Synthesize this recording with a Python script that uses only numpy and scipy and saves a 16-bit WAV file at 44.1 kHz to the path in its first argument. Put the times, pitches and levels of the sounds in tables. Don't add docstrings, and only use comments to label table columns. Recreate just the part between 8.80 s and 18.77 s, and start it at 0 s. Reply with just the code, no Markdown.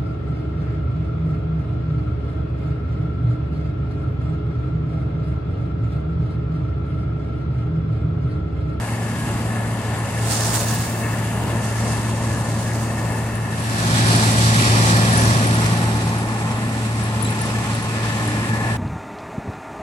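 import sys
import numpy as np
from scipy import signal
from scipy.fft import irfft
from scipy.io import wavfile
from scipy.ndimage import uniform_filter1d

SR = 44100
rng = np.random.default_rng(int(sys.argv[2]) if len(sys.argv) > 2 else 0)


def int16_out(signal):
    q = np.round(np.clip(np.atleast_2d(signal).T, -1, 1) * 32767)
    wavfile.write(sys.argv[1], SR, q.astype(np.int16))


def undo_db(level):
    steps = np.asarray(level, float) / 20
    return 10 ** steps


N = 439677
HOP = 1024
FRAME_S = HOP / SR
HZ = np.arange(1, HOP + 2) * SR / (2 * HOP)
FRAMES = np.arange(N // HOP + 2) * FRAME_S
TIME = np.arange(N) / SR
EDGE_HZ = 13150


def curve(table, t):
    s, *columns = np.transpose(table)
    return [np.interp(t, s, c) for c in columns]


def bumps(rows, t):
    return sum(db * np.exp(-((t - s) / half_s) ** 2) for s, db, half_s in rows)


def smooth(v, k):
    v = uniform_filter1d(uniform_filter1d(v, k), k)
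    return v / v.std()


def walk(rate_hz, size, step_s):
    k = max(int(1 / (rate_hz * step_s)), 1)
    return smooth(rng.standard_normal(size), k)


def band(lo_hz, hi_hz, steep):
    return -10 * np.log10((1 + (lo_hz / HZ) ** steep) * (1 + (HZ / hi_hz) ** steep))


# (start [s], end [s])
TO_GRILLE, TO_FLANK = (4.46, 5.09), (6.55, 7.6)


def standpoints(t):
    arrive = np.interp(t, TO_GRILLE, (0, 1))
    leave = np.interp(t, TO_FLANK, (0, 1))
    return 1 - arrive, arrive * (1 - leave), leave


# (time [s], nearness [dB], fan and grit in view [dB])
PASS = [(0, -1, 3.5), (.7, -.5, 1), (1.6, 0.5, 3.5), (2.4, 0, 2.5), (3.05, 1, 3), (4.3, 0.5, -1),
        (4.68, -1.5, -0.5), (4.87, -1, 9.5), (5.1, 4.5, 17), (5.45, 6.5, 19.5), (6.4, 7, 18),
        (6.9, 5, 12.5), (7.2, 2.5, 10), (7.5, 0.5, 5), (8.4, 1, 6), (9.2, 0.5, 8), (9.97, 1.5, 5.5)]


def passing(t):
    return curve(PASS, t)


# (time [s], firing rate [Hz])
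SPEED = [(0, 113.4), (1.2, 113), (2.2, 113.6), (2.9, 113), (3.4, 113.9), (4.5, 113), (5.0, 113.2),
         (7.2, 112.9), (7.8, 114.6), (8.4, 112), (8.8, 114), (9.15, 112), (9.97, 114)]


def engine_cycle():
    firing_hz = np.interp(TIME, *np.transpose(SPEED))
    return 2 * np.pi * np.cumsum(firing_hz / 6) / SR


FIRING_DB, FIRING_GAIN = -25.5, 1.12
BITE_S, SLACK_DB = 0.029, -8
# (multiple of cycle rate [1], level under firing at belt [dB], grille [dB], flank [dB])
TONES = [(2, -34, -45, -42), (4, -16, -20, -20), (6.75, -40, -13, -26), (9, -13, -10, -17),
         (10, -28, -22, -18), (11.4, -15, -13, -10), (12, -13, -15, -16), (13, -40, -22, -30),
         (16, -28, -24, -26), (20, -40, -27, -40), (22.8, -23, -28, -24), (29, -44, -27, -40),
         (30, -21, -32, -24), (36, -27, -26, -35), (39, -39, -27, -44), (44, -27, -26, -32),
         (46.4, -27, -23, -26), (50, -29, -37, -34), (59.2, -40, -30, -40), (92.5, -28, -38, -30),
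         (88.3, -23, -34, -30)]
# (time [s], change [dB])
BITES = [(.78, 3), (1.3, -5), (1.44, 3), (2.08, -6), (3.64, -2), (3.7, 2), (4.22, -0.5), (4.94, -0.5),
         (7.2, -3), (7.53, 2), (8.47, 2.5), (9.02, -8), (9.64, -4)]
# (multiple [1], time [s], change [dB], half length [s])
SWELLS = [(9, 7.15, 7, .45), (9, 8.3, -6, .45), (9, 9.3, 3, .4), (9, 1, -4, .8), (11.4, 3.1, 5, .3),
          (11.4, 1.2, -6, 1.1), (11.4, 7.8, 3, .4), (12, .6, 3, .6), (12, 1.4, -8, .2), (12, 2.0, 4, .3),
          (12, 2.6, -8, .2), (13, 3.0, 22, .15), (16, 9.5, 18, .12), (22.8, 1.6, 4, .3), (30, 9.45, 7, .45),
          (30, 3.7, 3, .4), (46.4, 7.2, 7, .25), (46.4, 6.2, 4, .2), (44, 9.7, 9, .3), (92.5, 9.8, 12, .3),
          (92.5, 4.7, 6, .2), (9, 5.15, 4, .2), (20, 5.3, 5, .25), (36, 1.6, 5, .4)]
# (time [s], rise [dB], half length [s])
GRIPS = [
    (.05, 16, .12),
    (.45, 17, 0.2),
    (1.2, 0, .2),
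    (2.0, 14, 0.23),
    (2.55, 13, 0.13),
    (3.0, 9, 0.092),
    (3.55, 10, .1),
    (3.9, 15, 0.12),
    (7.6, 1, .35),
]


def diesel(cycle):
    shares = standpoints(TIME)
    tone_db = FIRING_DB + FIRING_GAIN * passing(TIME)[0]
    tone_db = tone_db + bumps([(*row, BITE_S) for row in BITES], TIME)
    out = undo_db(0.45 * walk(39, N, 1 / SR)) * np.sin(6 * cycle)
    for k, *dbs in TONES:
        size = np.sqrt(sum(share * undo_db(2 * db) for share, db in zip(shares, dbs)))
        if k == TONES[-1][0]:
            size = size * undo_db(SLACK_DB + bumps(GRIPS, TIME))
        size = size * undo_db(bumps([row[1:] for row in SWELLS if row[0] == k], TIME))
        waver = undo_db(0.74 * walk(7.6, N, 1 / SR))
        out += size * waver * np.sin(k * cycle + 0.92 * walk(2.97, N, 1 / SR))
    out *= np.sqrt(2) * undo_db(tone_db)
    return np.array([out * undo_db(0.97), np.roll(out, shift=5) * undo_db(0.23)])


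def ports(colour, shape_db, level_db, lo_hz, hi_hz, share, flicker_db):
    hz, *columns = np.transpose(colour)
    db, pan_db, like, lead = (np.interp(np.log(HZ), np.log(hz), c) for c in columns)
    db = db + shape_db
    db -= 10 * np.log10(np.sum(undo_db(2 * db)[(HZ > lo_hz) & (HZ < hi_hz)]))

    third = 3 * np.log2(HZ)
    flicker = walk(9, (int(third.max()) + 2, len(FRAMES)), FRAME_S)
    flicker = flicker + 0.78 * walk(5, len(FRAMES), FRAME_S)
    low, part = third.astype(int), (third % 1)[:, None]
    flicker = (1 - part) * flicker[low] + part * flicker[low + 1]
    gain = undo_db(db + level_db[:, None] + flicker_db * flicker.T) * np.sqrt(share)[:, None]

    common, left, right = rng.standard_normal((3, *gain.shape, 2)) @ [1, 1j]
    like = np.clip(like, 0, 1)
    late = np.exp(-2j * np.pi * HZ * lead / SR)
    left = (np.sqrt(like) * common + np.sqrt(1 - like) * left) * undo_db(pan_db / 2)
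    right = (np.sqrt(like) * common * late + np.sqrt(1 - like) * right) * undo_db(-pan_db / 2)

    window = np.sin(np.pi * (np.arange(2 * HOP) + .5) / (2 * HOP))
    grains = irfft(np.array([left, right]) * gain) * HOP * window
    return (grains[:, 1:, :HOP] + grains[:, :-1, HOP:]).reshape(2, -1)[:, :N]


TOP_FALL_DB = (-5, 4, -2)
# (centre [Hz], width [Hz], level at belt [dB], grille [dB], flank [dB])
BODY = [(494, 12, -1.5, -6.5, -1), (694, 150, 4, 3.5, 1.5), (900, 106, 3.5, 3.5, 6.5),
        (975, 27, 1, -2.5, -7.5), (1086, 33, 4, 4, 5.5), (1630, 86, -3, 4, -7.5), (2140, 37, 1.5, -6, -1),
        (2460, 14, -5, 4.5, -1), (2660, 50, 1.5, -2.5, 1.5), (2840, 41, 6, -4, -0.5),
        (4800, 210, 3.5, 0, 0), (5400, 250, 0, 0.5, 0), (6640, 380, 1, -4.5, -2.5), (7900, 590, 0, 2.5, 1),
        (9760, 130, 0, 3, 2)]


def body():
    top = np.outer(TOP_FALL_DB, 1 / (1 + (EDGE_HZ / HZ) ** 80))
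    return top + sum(np.outer(dbs, 1 / (1 + ((HZ - hz) / width_hz) ** 2)) for hz, width_hz, *dbs in BODY)


# (frequency [Hz], density [dB per Hz], left minus right [dB],
# likeness [0-1], left lead [samples])
BELT = [(30, -66, .4, .84, 2), (55, -70, .4, .85, 2), (76, -53, .4, .96, 2), (129, -48.5, .5, .975, 2),
        (231, -51.5, 0, .97, 1), (422, -61, 1, .87, 3), (905, -65.5, 1, .82, 3), (1490, -66.5, 1, .45, 4.5),
        (2330, -72, 2.5, .5, 1), (3000, -74, 3, .45, 3), (4000, -78, 4, .15, 3), (5640, -80, 1, .1, 2),
        (8000, -71.5, -3, .03, 2), (10400, -74.5, 6, .04, 2), (13500, -84.5, 1, .01, 3)]
GRILLE = [(35, -61, .3, .88, 2), (57, -60, .5, .88, 2), (78, -47, .5, .96, 2), (129, -40.5, .5, .975, 2),
          (233, -44, 0, .97, 6.2), (430, -52.5, .5, .75, 11), (900, -58, .6, .68, 8),
          (1250, -56, -1, .68, 13), (1480, -57, -.5, .8, 13.9), (1600, -58, -.5, .88, 14),
          (1850, -59, -1, .55, 14.5), (2500, -63, -2, .36, 17.5), (5600, -62, -3.4, .2, 22.6),
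          (8400, -60, -2.5, .04, 20), (10300, -62.5, 12, .09, 19), (14000, -76, 6, .11, 22)]
FLANK = [(30, -66, .4, .84, 2), (55, -70, .4, .85, 2), (76, -54, .4, .96, 2), (130, -49, .5, .975, 2),
         (231, -51.5, .4, .99, 2.4), (430, -58.5, 0, .8, 2.5), (900, -60, 0, .7, 4.6),
         (1460, -61, -1.1, .6, 10), (2150, -66, -2, .35, 8.5), (2700, -69, 0, .35, 21),
         (3400, -73, 1, .25, 22), (5800, -74.5, -.5, .1, 23), (8300, -69.5, -3, .07, 21.6),
         (10600, -77, 15, .1, 22), (13800, -90, 12, .04, 22)]


def machine(shape_db, level_db, lo_hz, hi_hz, flicker_db):
    views = zip((BELT, GRILLE, FLANK), body(), standpoints(FRAMES))
    return sum(ports(colour, shape_db + body_db, level_db, lo_hz, hi_hz, share, flicker_db)
               for colour, body_db, share in views)


def lurch():
    return .6 * walk(6, len(FRAMES), FRAME_S)


def rumble():
    level_db = -29.5 + 0.84 * passing(FRAMES)[0] + lurch()
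    return machine(band(18, 364, 6.3), level_db - .7, 130, 350, 0.5)


def roar(cycle):
    level_db = -32 + passing(FRAMES)[0] + .5 * lurch()
    noise = machine(band(344, 2190, 7.5), level_db + 0.5, 350, 1970, 1.0)
    return undo_db(0.12 * np.cos(6 * cycle)) * noise


RUSH_DB, DULLING = -47, 0.3
BRIGHT_DB = (5.5, 2, 2)


def rush(cycle):
    view_db = passing(FRAMES)[1]
    db = RUSH_DB + view_db + 0.41 * walk(4, len(FRAMES), FRAME_S)
    bright_db = np.dot(BRIGHT_DB, standpoints(FRAMES)) - DULLING * view_db
    knock_db = .25 * np.cos(6 * cycle)
    chop = undo_db(knock_db + 0.75 * walk(260, N, 1 / SR) + 0.48 * walk(44, N, 1 / SR))
    low = machine(band(1680, 5900, 5.1), db + 2.5, 2590, 7100, 1.0)
    high_shape_db = band(4000, 30000, 3.8) + band(1, 14400, 24.0)
    high = machine(high_shape_db, db + bright_db - 2, 5800, 11800, 0.67)
    return chop * low + chop ** 1.1 * high


WHINE_DB = (-43.5, -42.5, -44.5)
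PUMP_TOP_LEAD = (.5, 16.6, 16.6)
# (centre [Hz], width [Hz], level at belt [dB], grille [dB], flank [dB])
PUMP = [(1690, 18, -8, -8, -9), (1755, 32, 0, 0, 0), (1830, 45, -5, -5, -10), (1910, 45, -10, -12, -10),
        (2180, 45, -8, -14, -13), (2660, 40, -8, -9, -19)]
# (left minus right [dB], likeness [0-1], left lead [samples])
PUMP_SPOT = [(5.5, 0.86, 2.9), (2, 0.97, 15.8), (5, 0.84, 7.1)]
# (time [s], rise [dB], half length [s])
SURGES = [
    (2.3, 6.1, 0.092),
    (4.2, 1.7, 0.22),
    (6.2, 6.9, 0.49),
    (12, 4.8, 0.11),
    (8.7, 4.8, 0.2),
    (9.3, 12, 0.11),
    (9.9, 12, 0.27),
    (9.6, 5.5, 0.15),
    (5, 2, 0.23),
]


def whine():
    db = np.dot(WHINE_DB, standpoints(FRAMES)) + bumps(SURGES, FRAMES)
    power = sum(np.outer(undo_db(2 * np.array(dbs)), 1 / (1 + ((HZ - hz) / width_hz) ** 6))
                for hz, width_hz, *dbs in PUMP)
    shapes_db = 10 * np.log10(power)
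    spots = ([(2300, 0, *spot), (2500, 0, *spot[:2], lead)] for spot, lead in zip(PUMP_SPOT, PUMP_TOP_LEAD))
    tones = sum(ports(spot, shape_db, db + .5, 1650, 1820, share, 1.0)
                for spot, shape_db, share in zip(spots, shapes_db, standpoints(FRAMES)))
    return undo_db(1.7 * walk(49, N, 1 / SR)) * tones


def rings(events, t60_s, attack_s, rough, grain_s=0.0017, late=20):
    out, t = np.zeros((2, N + SR)), np.arange(SR // 8) / SR
    chance = rng.standard_normal((len(events), len(t)))
    for (s, db, hz, pan_db), c in zip(events, chance):
        shape = (1 - np.exp(-(t / attack_s) ** 2)) * 1000. ** (-t / t60_s)
        shape = shape * (1 + rough * smooth(c, int(grain_s * SR)))
        for side, lag in ((0, 0), (1, late)):
            at = int((s - attack_s) * SR) + lag
            out[side, at:at + len(t)] += undo_db(db + pan_db * (1 - side)) * shape * np.sin(2 * np.pi * hz * t)
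    return out[:, :N]


TINK_HZ, TINK_SPREAD_HZ, TINK_PAN_DB = 9860, 60, 13.5
REBOUND_S = (0, .044, .08, .119)
# (time [s], kick [dB], first, second, third rebound [dB])
KICKS = [(1.185, -34, -45, -50, -59), (2.232, -43, -49, -56, -50), (2.761, -42, -51, -54, -57),
         (4.323, -39, -48, -50, -50), (4.756, -43, -36, -36, -42), (5.283, -25, -27, -25, -40),
         (5.809, -25, -29, -33, -31), (6.33, -28, -18.5, -26, -27.5), (6.854, -39, -43, -35, -34),
         (7.382, -34, -42, -50, -50), (8.427, -23.5, -45, -31, -50), (8.945, -28, -45, -32, -50),
         (9.476, -33, -45, -50, -50)]
# (time [s], peak [dB])
STRAYS = [(1.401, -38), (2.452, -37), (2.549, -45), (3.149, -36), (3.57, -43), (4.556, -35), (4.983, -35),
          (5.583, -30), (6.032, -35), (6.67, -27), (6.746, -28), (7.534, -38), (7.581, -41), (8.239, -34),
          (8.616, -29), (8.656, -34)]


def tinks():
    hits = [(s + late_s, db) for s, *dbs in KICKS for late_s, db in zip(REBOUND_S, dbs)]
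    hits += list(STRAYS)
    chance = rng.standard_normal(len(hits))
    return [(s, db, TINK_HZ + TINK_SPREAD_HZ * c, TINK_PAN_DB) for (s, db), c in zip(hits, chance)]


# (time [s], peak [dB], ring [Hz], left minus right [dB])
PINGS = [
    (8.449, -25, 7500, -1),
    (8.465, -20, 7750, -1),
    (8.455, -24, 3950, 0),
    (8.472, -28, 3300, 0),
]


def metal():
    out = undo_db(3.5) * rings(tinks(), .045, .005, .4, grain_s=.003)
    out += undo_db(-11) * np.roll(out, int(.021 * SR), axis=1)
    return out + rings(PINGS, .055, .005, .5, late=11)


BURST_RISE_S, BURST_STEP_DB = .11, 12.5
# (start [s], hold [s], body level [dB], jet top level [dB])
BURSTS = [
    (1.4, 0.11, -30, -44),
    (1.64, 0.07, -33, -41),
    (2.736, 0.36, -40.5, -73),
    (3.35, 0.29, -43.5, -74),
    (3.753, 0.39, -44.5, -56),
]


def bursts(column, fall_db_s):
    power = 1e-12
    for row in BURSTS:
        age_s = FRAMES - row[0]
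        rise_db = BURST_STEP_DB * np.minimum(age_s / BURST_RISE_S - 1, 0)
        fall_db = fall_db_s * np.maximum(age_s - BURST_RISE_S - row[1], 0)
        power = power + undo_db(2 * (row[column] + rise_db - fall_db))
    return 10 * np.log10(power)


# (frequency [Hz], density [dB per Hz], left minus right [dB], likeness [0-1],
# left lead [samples])
AIR = [(1440, -57, -1, 0.069, 34), (2300, -67.5, -10, 0.23, 3), (4040, -61.5, 4.5, 0.4, -3.5),
       (5350, -60, -1.5, .1, 6), (7000, -60, -7.5, 0.25, -1), (9000, -56.5, -1, .1, 4),
       (10700, -66, 0, .04, -4), (12100, -71, -3, .02, -13), (13500, -76, -8, .02, 0),
       (15800, -79.5, -8, .05, 4)]
# (time [s], peak [dB], ring [Hz])
SPUTTERS = [
    (1.552, -27, 7600),
    (1.733, -24, 7350),
    (1.735, -30, 15300),
    (1.775, -26, 6700),
    (1.792, -25, 6750),
    (1.884, -27, 6500),
    (1.942, -28, 14800),
    (2.0, -33, 14500),
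]


def air():
    db = bursts(column=2, fall_db_s=32.5)
    top_db = bursts(column=3, fall_db_s=22)
    spit = undo_db(1.3 * walk(35, N, 1 / SR) + 1.4 * walk(400, N, 1 / SR))
    whole = np.ones(len(FRAMES))
    jet = ports(AIR, band(960, 12000, 2.8), db + 4, 4000, 12000, whole, .8)
    top = ports(AIR, band(16000, 30000, 9.4), top_db, 13200, 16000, whole, .8)
    sputter = rings([(*row, -7) for row in SPUTTERS], .05, .004, 1.5, grain_s=.0004)
    return spit * (jet + top) + undo_db(5) * sputter


def scene():
    cycle = engine_cycle()
    return diesel(cycle) + rumble() + roar(cycle) + rush(cycle) + whine() + metal() + air()


STARVE_DB, STARVE_DB_KHZ, STARVE_SPREAD_DB, BURIED_DB = -76, 3, 8, -12
# (time [s], rise [dB], half length [s])
LEAN_SPELL = [
    (7.1, 10, .4),
    (5.4, 8, .5),
    (8.9, -7, 1.),
    (.6, -3, .5),
]
# (time [s], rise [dB], half length [s])
HOLLOW_SPELL = [
    (5.9, 4.5, .42),
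    (6.7, 4, .14),
]


def starve(x):
    hz, t, z = signal.stft([x[0] + x[1], x[0] - x[1]], SR, "cosine", HOP)
    power = uniform_filter1d(abs(z) ** 2, size=3, axis=2)
    narrow = uniform_filter1d(power, size=3, axis=1)
    z[0] *= narrow[0] > narrow[1] * undo_db(2 * (BURIED_DB + bumps(HOLLOW_SPELL, t)))

    row, col = np.arange(len(hz)) // 8, np.arange(z.shape[2]) // 3
    patch = rng.standard_normal((row[-1] + 1, col[-1] + 1))
    whole = rng.standard_normal(col[-1] + 1)
    level_db = 10 * np.log10(2 * uniform_filter1d(power.mean(0), size=8, axis=0) + 1e-18)
    level_db = uniform_filter1d(level_db, size=9, axis=1)
    level_db = level_db + STARVE_SPREAD_DB * (.9 * patch + .45 * whole)[row][:, col]
    floor_db = STARVE_DB + STARVE_DB_KHZ * (hz[:, None] - EDGE_HZ) / 1000 + bumps(LEAN_SPELL, t)
    z *= (level_db > floor_db) | (hz < EDGE_HZ)[:, None]
    mid, side = signal.istft(z, SR, "cosine", HOP)[1][:, :N]
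    return np.array([mid + side, mid - side]) / 2


def roll_off(x):
    return signal.sosfilt(signal.butter(12, 15900, fs=SR, output="sos"), x)


def record(dry):
    thin = signal.sosfilt(signal.butter(2, 42, "high", fs=SR, output="sos"), dry)
    cut = signal.sosfilt(signal.ellip(10, .3, 70, 15760, fs=SR, output="sos"), thin)
    mix = starve(cut)
    return roll_off(mix)


dry = scene()
out = record(dry)
int16_out(out)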